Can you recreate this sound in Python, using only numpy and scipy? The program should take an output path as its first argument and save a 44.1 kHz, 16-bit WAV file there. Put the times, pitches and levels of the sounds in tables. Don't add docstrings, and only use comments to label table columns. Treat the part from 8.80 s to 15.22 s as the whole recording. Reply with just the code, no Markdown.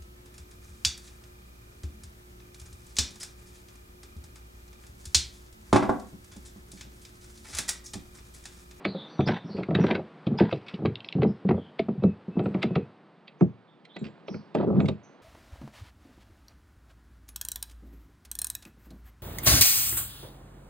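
import sys
import numpy as np
from scipy import signal
from scipy.fft import rfft, irfft
from scipy.io import wavfile
from scipy.ndimage import uniform_filter1d

SR = 44100
rng = np.random.default_rng(int(sys.argv[2]) if len(sys.argv) > 2 else 0)


def pcm_store(signal):
    levels = np.round(np.clip(np.atleast_2d(signal), -1, 1) * 32767)
    wavfile.write(sys.argv[1], SR, levels.astype(np.int16).T)


N = 283122
TIME = np.arange(N) / SR


def from_db(db):
    return 10 ** (np.asarray(db) / 20)


def rms_one(x):
    return x / np.sqrt(np.mean(x ** 2) + 1e-20)


def with_energy_of(sound, shape):
    return sound * np.sqrt(np.sum(shape ** 2) / (np.sum(sound ** 2) + 1e-20))


def add(track, s, sound):
    start = max(int(s * SR), 0)
    track[start:start + len(sound)] += sound[:N - start]


def band(x, low_hz, high_hz, order):
    return signal.sosfilt(signal.butter(order, [low_hz, high_hz], "band", fs=SR, output="sos"), x)


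def noise(colour):
    hz, db = np.transpose(colour)
    bins = np.fft.rfftfreq(N, 1 / SR) + 1
    gain = from_db(np.interp(np.log(bins), np.log(hz), db))
    return rms_one(irfft(rfft(rng.standard_normal(N)) * gain, N))


def drift(rate_hz):
    return np.interp(TIME * rate_hz, np.arange(N), rng.standard_normal(N))


def swell(t, rise, t60):
    shape = (1 - np.exp(-t / rise)) * from_db(-60 * t / t60)
    return shape / shape.max()


def scatter(x, t60, low_hz, high_hz, rise=0.0053):
    t = np.arange(SR) / SR
    response = band(rng.standard_normal(SR) * swell(t, rise, t60), low_hz, high_hz, order=2)
    band_share = (high_hz - low_hz) / (SR / 2)
    response *= np.sqrt(band_share / np.sum(response ** 2))
    return signal.fftconvolve(x, response)[:N]


def glides(notes, waver):
    out = np.zeros(N)
    wobble = 1 + waver * drift(600)
    for s, length, start_hz, end_hz, db in notes:
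        along = np.linspace(0, 1, int(length * SR))
        hz = (start_hz + (end_hz - start_hz) * along) * wobble[int(s * SR):][:len(along)]
        add(out, s, from_db(db) * np.sin(np.pi * along) * np.sin(2 * np.pi * np.cumsum(hz) / SR))
    return out


# (time [s], level [dB])
HUSH_LEVELS = [(0, -48), (1.0, -50), (1.8, -51), (3.5, -54), (3.8, -47.5), (4.2, -56.5), (5.05, -59.5),
               (5.3, -55), (6.42, -55.5)]
# (frequency [Hz], relative level [dB])
HUSH_COLOUR = [(20, -34), (50, -12), (90, -28), (150, 13.5), (230, 9.5), (420, 5.5), (750, 2.5),
               (1200, -1.5), (2100, -9), (3600, -15.5), (4700, -21), (5600, -31), (6800, -38), (8800, -37),
               (11000, -54)]


def hush():
    return from_db(np.interp(TIME, *np.transpose(HUSH_LEVELS))) * noise(HUSH_COLOUR)


# (time [s], length [s], middle pitch [Hz], relative level [dB])
BANK_CHIRPS = [(0.039, 0.083, 4270, -42), (0.128, 0.14, 3644, -43.5), (0.272, .098, 4500, -56.5),
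               (0.378, 0.05, 3550, -44), (0.531, 0.041, 3634, -42.5), (0.634, 0.092, 5360, -60.5),
               (0.687, 0.072, 4390, -49), (0.996, .037, 5660, -50.5), (2.24, 0.032, 5070, -56),
               (2.467, 0.032, 5000, -59), (2.742, .16, 3174, -55.5), (3.628, 0.037, 7750, -68),
               (4.585, 0.037, 6170, -69.5), (4.875, 0.039, 3526, -62), (5.087, 0.042, 3420, -53.5),
               (5.136, 0.034, 3910, -51.5), (5.185, 0.017, 7300, -57), (5.465, 0.081, 5430, -55),
               (5.504, 0.091, 4720, -57.5), (5.976, 0.087, 7420, -65.5), (6.229, 0.031, 6050, -59.5)]


def bird_chirps(fall=0.055):
    notes = [(s, length, hz * (1 + fall / 2), hz * (1 - fall / 2), db)
             for s, length, hz, db in BANK_CHIRPS]
    song = glides(notes, waver=0.06)
    return from_db(-4) * song + from_db(-3) * scatter(song, t60=0.38, low_hz=2530, high_hz=9000)


# (frequency [Hz], bandwidth [Hz], gain [dB])
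DECK_MODES = [(1035, 130, -9.5), (1406, 360, -2), (1622, 19, -5.5), (1995, 81, -2.5), (2230, 59, 0),
              (2580, 360, 2.5), (3120, 33, -3.5), (3340, 580, -2), (3950, 350, -4), (4370, 89, 0.5),
              (4710, 58, 9)]


def through_deck(x):
    out = 0.42 * x
    for hz, width, db in DECK_MODES:
        radius = np.exp(-np.pi * width / SR)
        feed = (1 - radius ** 2) / 2 * np.array([1, 0, -1])
        feedback = [1, -2 * radius * np.cos(2 * np.pi * hz / SR), radius ** 2]
        out += from_db(db) * signal.lfilter(feed, feedback, x)
    return out


def contact(low_db, middle_db, high_db, t60):
    t = np.arange(SR // 8) / SR
    shape = swell(t, rise=t60 / 32, t60=t60)
    burst = through_deck(rng.standard_normal(2 * len(t)))[len(t):] * shape
    bands = (1000, 2400, low_db), (2100, 4060, middle_db), (4670, 8800, high_db)
    return sum(from_db(db) * with_energy_of(band(burst, low_hz, high_hz, order=4), shape)
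               for low_hz, high_hz, db in bands)


# (time [s], level [dB], brightness [dB], snap [dB], pitch of the piece [Hz])
TACKLE_HITS = [(.05,-28,-2,-30,2250), (.406,-39,-3,-26.5,1360), (.475,-39.5,1,-16,3470),
               (.484,-30.5,-3,-27,1530), (.832,-40.5,-6,-29,2150), (0.907,-48,-8,-26,1030),
               (0.95,-27.5,-5,-30,3810), (1.011,-44,-14,-25,1380), (1.039,-36.5,-15,-35,1970),
               (1.066,-37,1.5,-25,1590), (1.109,-29,-2,-34,2350), (1.151,-32,-1,-35,1520),
               (1.468,-46,14.5,-24,3390), (1.585,-41.5,2,-24,3410), (1.598,-31.5,-4,-31,1560),
               (1.711,-42,-7,-33,2160), (1.726,-41,12.5,-41,3660), (1.882,-46,14.5,-20,3330),
               (1.94,-47,11,-30,2950), (2.055,-33.5,-2.5,-31,1113), (2.419,-38.5,-2,-45,1120),
               (2.431,-37,-4,-29.5,2037), (2.689,-37,-8.5,-44,1119), (2.71,-43.5,-13,-37,1380),
               (2.992,-33.5,3,-34,2150), (3.086,-53.5,-8,-31,1160), (3.235,-48,0,-18.5,4020),
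               (3.592,-42,-1.5,-40,1432), (3.657,-44,-7,-30,1350), (3.743,-42.5,-7.5,-35,1370),
               (3.82,-39.5,4,-31,3390), (3.828,-27.5,3,-17.5,2110), (3.955,-33,-1.5,-35,1290),
               (4.478,-50,14,-38,2630), (4.608,-48,-12.5,-18.5,970), (5.051,-53,2,-14,4080),
               (5.164,-43.5,3,-21,1980), (5.482,-48.5,11,-21,2600), (5.542,-52.5,-18,-21,1390),
               (5.749,-42.5,6.5,-9,1228), (6.002,-37.5,-3.5,-26,1250), (6.057,-48.5,9,-8,2170),
               (6.085,-37.5,3,-11,3730)]


def tackle_clacks():
    out = np.zeros(N)
    graze, landing, chatter = (-0.005, -15), (0, 0), (0.0078, -12)   # (delay [s], gain [dB])
    for s, db, brightness, snap, _ in TACKLE_HITS:
        for delay, gain_db in (graze, landing, chatter):
            touch = contact(db - brightness / 2, db + brightness / 2, db + snap, t60=0.025)
            add(out, s + delay, from_db(gain_db) * touch)
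    return out


def tackle_rings():
    return rings([(s, hz, db + 2, 0.045) for s, db, _, _, hz in TACKLE_HITS])


def rings(notes, rise_cycles=0.95):
    out, t = np.zeros(N), np.arange(SR // 4) / SR
    for s, hz, db, t60 in notes:
        add(out, s, from_db(db) * np.sin(2 * np.pi * hz * t) * swell(t, rise_cycles / hz, t60))
    return out


# (frequency [Hz], strength [dB], t60 before extra damping [s])
HULL_MODES = [(77, -20.5, 0.31), (90.6, -2.5, 0.31), (101, -4.5, 0.099), (113.9, -4.5, 0.44),
              (136.6, 6.5, 0.25), (149, -4.5, 0.1), (166.9, 1, 0.17), (185.3, 5, 0.14), (209.1, -0.5, 0.21),
              (231, -4, 0.15), (271.7, -2, 0.15), (309, 0.5, 0.08), (316.4, 4.5, 0.14), (334.3, -2.5, 0.1),
              (365, 4, 0.17), (394.7, 1, 0.16), (428.8, 0.5, 0.2), (472, -4.5, 0.24), (522.5, -3, 0.12),
              (561, 7.5, 0.051), (613, 2.5, 0.13), (665.7, 3, 0.1), (735, 2, 0.087), (756, -6.5, 0.026),
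              (802, -3.5, 0.11), (858, -4.5, 0.079), (920, -9, 0.024), (955, -2, 0.053),
              (1146, -6.5, 0.075), (1186, -10.5, 0.08), (1293, -5, 0.052), (1410, -11, 0.02)]


def hull_register(t, low_hz, high_hz, rise, energy_t60, damping):
    hz, db, t60 = np.transpose([mode for mode in HULL_MODES if low_hz <= mode[0] < high_hz])[:, :, None]
    strength, phase = rng.random((2, len(hz), 1))
    decay = from_db(db - 60 * damping * t / t60)
    modes = (0.5 + strength) * decay * np.sin(2 * np.pi * (hz * t + phase))
    onset = 1 - np.exp(-t / rise)
    return with_energy_of(modes.sum(axis=0) * onset, swell(t, rise, energy_t60))


def struck_hull(blows):
    out, t = np.zeros(N), np.arange(SR // 3) / SR
    for s, db, panel_hz, hardness_db, boom_db, lag in blows:
        panel = -np.sin(2 * np.pi * panel_hz * t) * swell(t, rise=0.003, t60=0.11)
        boom = hull_register(t, 55, 145, rise=0.002, energy_t60=0.035, damping=1.41)
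        body = hull_register(t, 145, 280, rise=0.015, energy_t60=0.065, damping=1.27)
        knock = hull_register(t, 280, 550, rise=0.00048, energy_t60=0.05, damping=1.15)
        rap = hull_register(t, 550, 1600, rise=0.0006, energy_t60=0.035, damping=1.0)
        edge = from_db(0.43 * hardness_db - 2) * knock + from_db(hardness_db - 9.5) * rap
        weight = from_db(boom_db) * boom + 0.92 * panel + 0.56 * body
        add(out, s, from_db(db) * edge)
        add(out, s + lag, from_db(db) * weight)
    return band(out, 78, 1800, order=3)


# (time [s], level [dB], panel pitch [Hz], hardness [dB], boom [dB], lag of weight behind edge [s])
HULL_BLOWS = [(.051,-24.5,195,9,-11,0.0081), (.147,-31,178,3.5,-18,0.0011), (0.392,-18,196,6.5,2.5,0),
              (.466,-22.5,151,-4,-7.5,0.0015), (.491,-20,227,5,-4,0), (0.643,-31,176,-24.5,-13.5,0),
              (.691,-36,201,2,-7,0.0078), (.785,-29.5,203,8,-6.5,0), (.886,-22,156.5,1.5,-16.5,0),
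              (0.91,-23.5,165,7,1,0.00063), (.949,-22,190,2.5,2,0.00051), (0.986,-13.5,176,-5,-6.5,0.014),
              (1.04,-23.5,205,10,-15,0.0043), (1.109,-23.5,190,11.5,-11,0), (1.194,-37,206,16,-20,0.0017),
              (1.468,-19,168,-3.5,-3,0), (1.511,-21,219,-10.5,-2,0.0062), (1.605,-13.5,195.3,2,-3.5,0.0034),
              (1.725,-26,165.4,11,1.5,0.0004), (1.937,-30,196,-7,-13,0.0009), (1.99,-31,152,-1,-5,0.0028),
              (2.021,-23,147,-6.5,-0.5,0.006), (2.051,-16.5,149.7,0,1.5,0.0024),
              (2.352,-18,149.4,-15.5,-15.5,0), (2.385,-21,147.3,-8,2,0.0057), (2.421,-17.5,205,1,-8,.008),
              (2.447,-17.5,212.3,1,-5,0.0082), (2.649,-18,183,-15,-17,0.0007),
              (2.69,-17.5,159,2.5,-16.5,0.00036), (2.707,-15,165.7,2.5,-4.5,0.00079),
              (2.996,-26,216,-3.5,-9.5,0), (3.084,-22,218,0.5,-8.5,0), (3.153,-31,185,-11,5.5,0.024),
              (3.223,-22.5,195,-8,-9,0.0032), (3.237,-12.5,196,-3.5,-3,0.0031),
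              (3.48,-29.5,193,-10.5,-14,0.00074), (3.567,-19.5,205.8,-5,-13,0.0022),
              (3.595,-19.5,192.4,2,-10,0), (3.659,-22,191.4,1.5,-6,0.0031), (3.748,-22,191.3,1.5,-5.5,0),
              (3.833,-21,218,4.5,-5.5,0.01), (3.907,-25.5,168,-4,-8.5,0.00074),
              (3.959,-18.5,153.5,2,-6,0.0024), (4.61,-12.5,192,-3,-6.5,0.0051),
              (5.162,-41,189,11.5,-20,0.0009), (5.214,-29,218.6,-11,-6.5,0.00095),
              (5.482,-34.5,200,9.5,-16,0.02), (5.544,-32,209,-14,-4,0.00056),
              (5.749,-23.5,142.8,13.5,-3.5,0), (5.801,-32.5,271,16.5,-9.5,0), (5.83,-27.5,149,13.5,-1,0),
              (5.947,-19,177,-14.5,-6,0), (5.976,-18.5,203,-12.5,-1.5,0.003),
              (6.032,-18.5,159,-15,-1,0.0026), (6.087,-24.5,171,6.5,2,0.0017)]


def hull_knocks(settle_s=0.036, boom_db=-6):
    bumps = [(s + settle_s * rng.uniform(0.8, 1.2), db - 10, hz, hardness_db - 15, boom_db, 0)
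             for s, db, hz, hardness_db, _, _ in HULL_BLOWS]
    return struck_hull(HULL_BLOWS + bumps)


# (time [s], pitch [Hz], level [dB], t60 [s])
FITTING_NOTES = [(.147, 537, -30.5, 0.12), (.491, 748, -25.5, 0.044), (1.607, 346, -11.5, 0.049),
                 (1.725, 523, -25, 0.086), (2.431, 441, -20.5, 0.18), (2.708, 753, -21.5, 0.034),
                 (2.994, 660, -19.5, .06), (2.997, 388, -15.5, 0.034), (3.239, 416, -33.5, .12),
                 (4.618, 343, -21.5, 0.13)]


def fitting_tocks():
    return rings(FITTING_NOTES)


# (time [s], length [s], pitch [Hz], level [dB])
FAR_WHISTLES = [(0.24, 0.39, 5880, -66.5), (3.191, 0.17, 2590, -59), (3.503, 0.16, 2616, -60),
                (3.845, 0.23, 2570, -59)]


def bird_whistles():
    out, wander = np.zeros(N), 1 + 0.014 * drift(300)
    for s, length, hz, db in FAR_WHISTLES:
        gate = signal.windows.tukey(int(length * SR), 0.5)
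        pitch = hz * wander[int(s * SR):][:len(gate)]
        add(out, s, from_db(db) * gate * np.sin(2 * np.pi * np.cumsum(pitch) / SR))
    return out


# (time [s], length [s], start pitch [Hz], end pitch [Hz], level [dB])
SLIDE_SQUEAKS = [(.456, 0.04, 4880, 5150, -37.5), (1.574, 0.026, 5140, 4970, -40)]


def plastic_squeaks():
    return glides(SLIDE_SQUEAKS, waver=0.05)


def rubbing(strokes, colour, sag_db_per_s, grit_db, slips_per_s, attack_s=0.0049, release_t60=0.039):
    pressure, t = np.zeros(N), np.arange(SR) / SR
    for s, length, db in strokes:
        attack = np.minimum(t / attack_s, 1)
        release_db = 60 * np.maximum(t - length, 0) / release_t60
        add(pressure, s, attack * from_db(db - sag_db_per_s * t - release_db))
    grains = noise(colour) * from_db(grit_db * drift(slips_per_s))
    return pressure * rms_one(through_deck(grains))


SLIDE_SAG_DB_PER_S = 40.5
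# (time [s], length [s], relative level [dB])
GEAR_SLIDES = [(.47, 0.06, -36), (.745, 0.068, -29.5), (0.886, .12, -31), (1.02, 0.17, -24.5),
               (1.5, 0.062, -32.5), (2.361, 0.16, -34), (2.715, 0.084, -26), (3.553, 0.44, -35.5),
               (5.223, .07, -42), (5.511, 0.058, -37), (5.754, 0.094, -25), (5.867, 0.23, -22.5)]
# (frequency [Hz], relative level [dB])
GROAN_SPECTRUM = [(45, -25), (90, -7), (150, -3.5), (210, 8), (270, -2), (380, -1), (520, -6.5), (750, -26),
                  (1300, -36.5), (2600, -70.5)]


def hull_groans():
    return rubbing(GEAR_SLIDES, GROAN_SPECTRUM, SLIDE_SAG_DB_PER_S, grit_db=-2.5, slips_per_s=90)


def hull_jolts(jolts_per_s=33, panel_hz=186.3, hardness_db=5.5, boom_db=-6):
    jolts = []
    for s, length, db in GEAR_SLIDES:
        for count, (jitter, size, detune) in enumerate(rng.uniform(-1, 1, (20, 3)), start=1):
            after = (count + jitter / 3) / jolts_per_s
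            if after < length:
                jolt_db = db - 1.5 - SLIDE_SAG_DB_PER_S * after + 3.5 * size
                jolts.append((s + after, jolt_db, panel_hz * 2 ** (detune / 4), hardness_db, boom_db, 0))
    return struck_hull(jolts)


# (time [s], length [s], relative level [dB])
TACKLE_DRAGS = [(.472, 0.11, -25), (.97, .09, -33), (1.075, 0.098, -27), (1.585, .11, -28),
                (5.748, 0.1, -35), (5.95, .16, -44.5)]
# (frequency [Hz], relative level [dB])
SCRAPE_SPECTRUM = [(350, -2.5), (600, -4), (900, 6), (1200, -18.5), (1700, -2.5), (2300, -18.5),
                   (3800, -18.5), (5200, -35), (6300, -45.5), (8800, -47.5), (11000, -78)]


def tackle_scrapes():
    return rubbing(TACKLE_DRAGS, SCRAPE_SPECTRUM, sag_db_per_s=107.5, grit_db=4.5, slips_per_s=360)


# (time [s], length [s], relative level [dB])
CLOTH_BRUSHES = [(.765, 0.047, -49.5), (1.695, 0.15, -48.5), (1.86, 0.12, -47.5), (5.235, 0.046, -49.5)]
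# (frequency [Hz], relative level [dB])
CLOTH_SPECTRUM = [(500, -15), (1000, 1), (2500, 4.5), (4000, -6), (5500, -5), (6500, -24), (8500, -19),
                  (11000, -44)]


def cloth_rustles():
    return rubbing(CLOTH_BRUSHES, CLOTH_SPECTRUM, sag_db_per_s=93.5, grit_db=5.5, slips_per_s=230)


# (time [s], level [dB])
DRY_TICKS = [(2.155, -30), (2.204, -38), (2.245, -36), (2.287, -29.5), (2.325, -30)]


def tackle_ticks():
    out = np.zeros(N)
    for s, db in DRY_TICKS:
        add(out, s, contact(db - 41, db, db - 42, t60=0.013))
    return out


# (time [s], side gain [dB])
STEREO_WIDTH = [(0, -43.5), (3.7, -69), (3.85, -21), (4.3, -15), (4.6, -4), (6.42, -3)]


def spread(mid):
    lead = -signal.hilbert(mid).imag
    treble = mid - uniform_filter1d(mid, size=25)
    reflections = scatter(mid, t60=0.02, low_hz=300, high_hz=11000, rise=0.0003)
    side = from_db(-4.5) * lead - from_db(-5.5) * treble + from_db(-17.5) * reflections
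    side *= from_db(np.interp(TIME, *np.transpose(STEREO_WIDTH)))
    return np.array([mid + side, mid - side])


def scene():
    boat = tackle_rings() + hull_knocks() + fitting_tocks() + hull_jolts()
    boat += from_db(-3.5) * hull_groans()
    gear = tackle_clacks() + plastic_squeaks() + tackle_ticks()
    gear += from_db(-6) * tackle_scrapes() + from_db(-2) * cloth_rustles()
    echo = from_db(-11.5) * scatter(gear, t60=0.16, low_hz=860, high_hz=6000)
    echo += from_db(-32.5) * scatter(boat, t60=0.51, low_hz=131, high_hz=1500)
    beyond = hush() + bird_chirps() + bird_whistles()
    return spread(boat + gear + echo + beyond)


def record(dry):
    return signal.sosfilt(signal.cheby2(12, 70, 13500, fs=SR, output="sos"), dry)


dry = scene()
out = record(dry)
pcm_store(out)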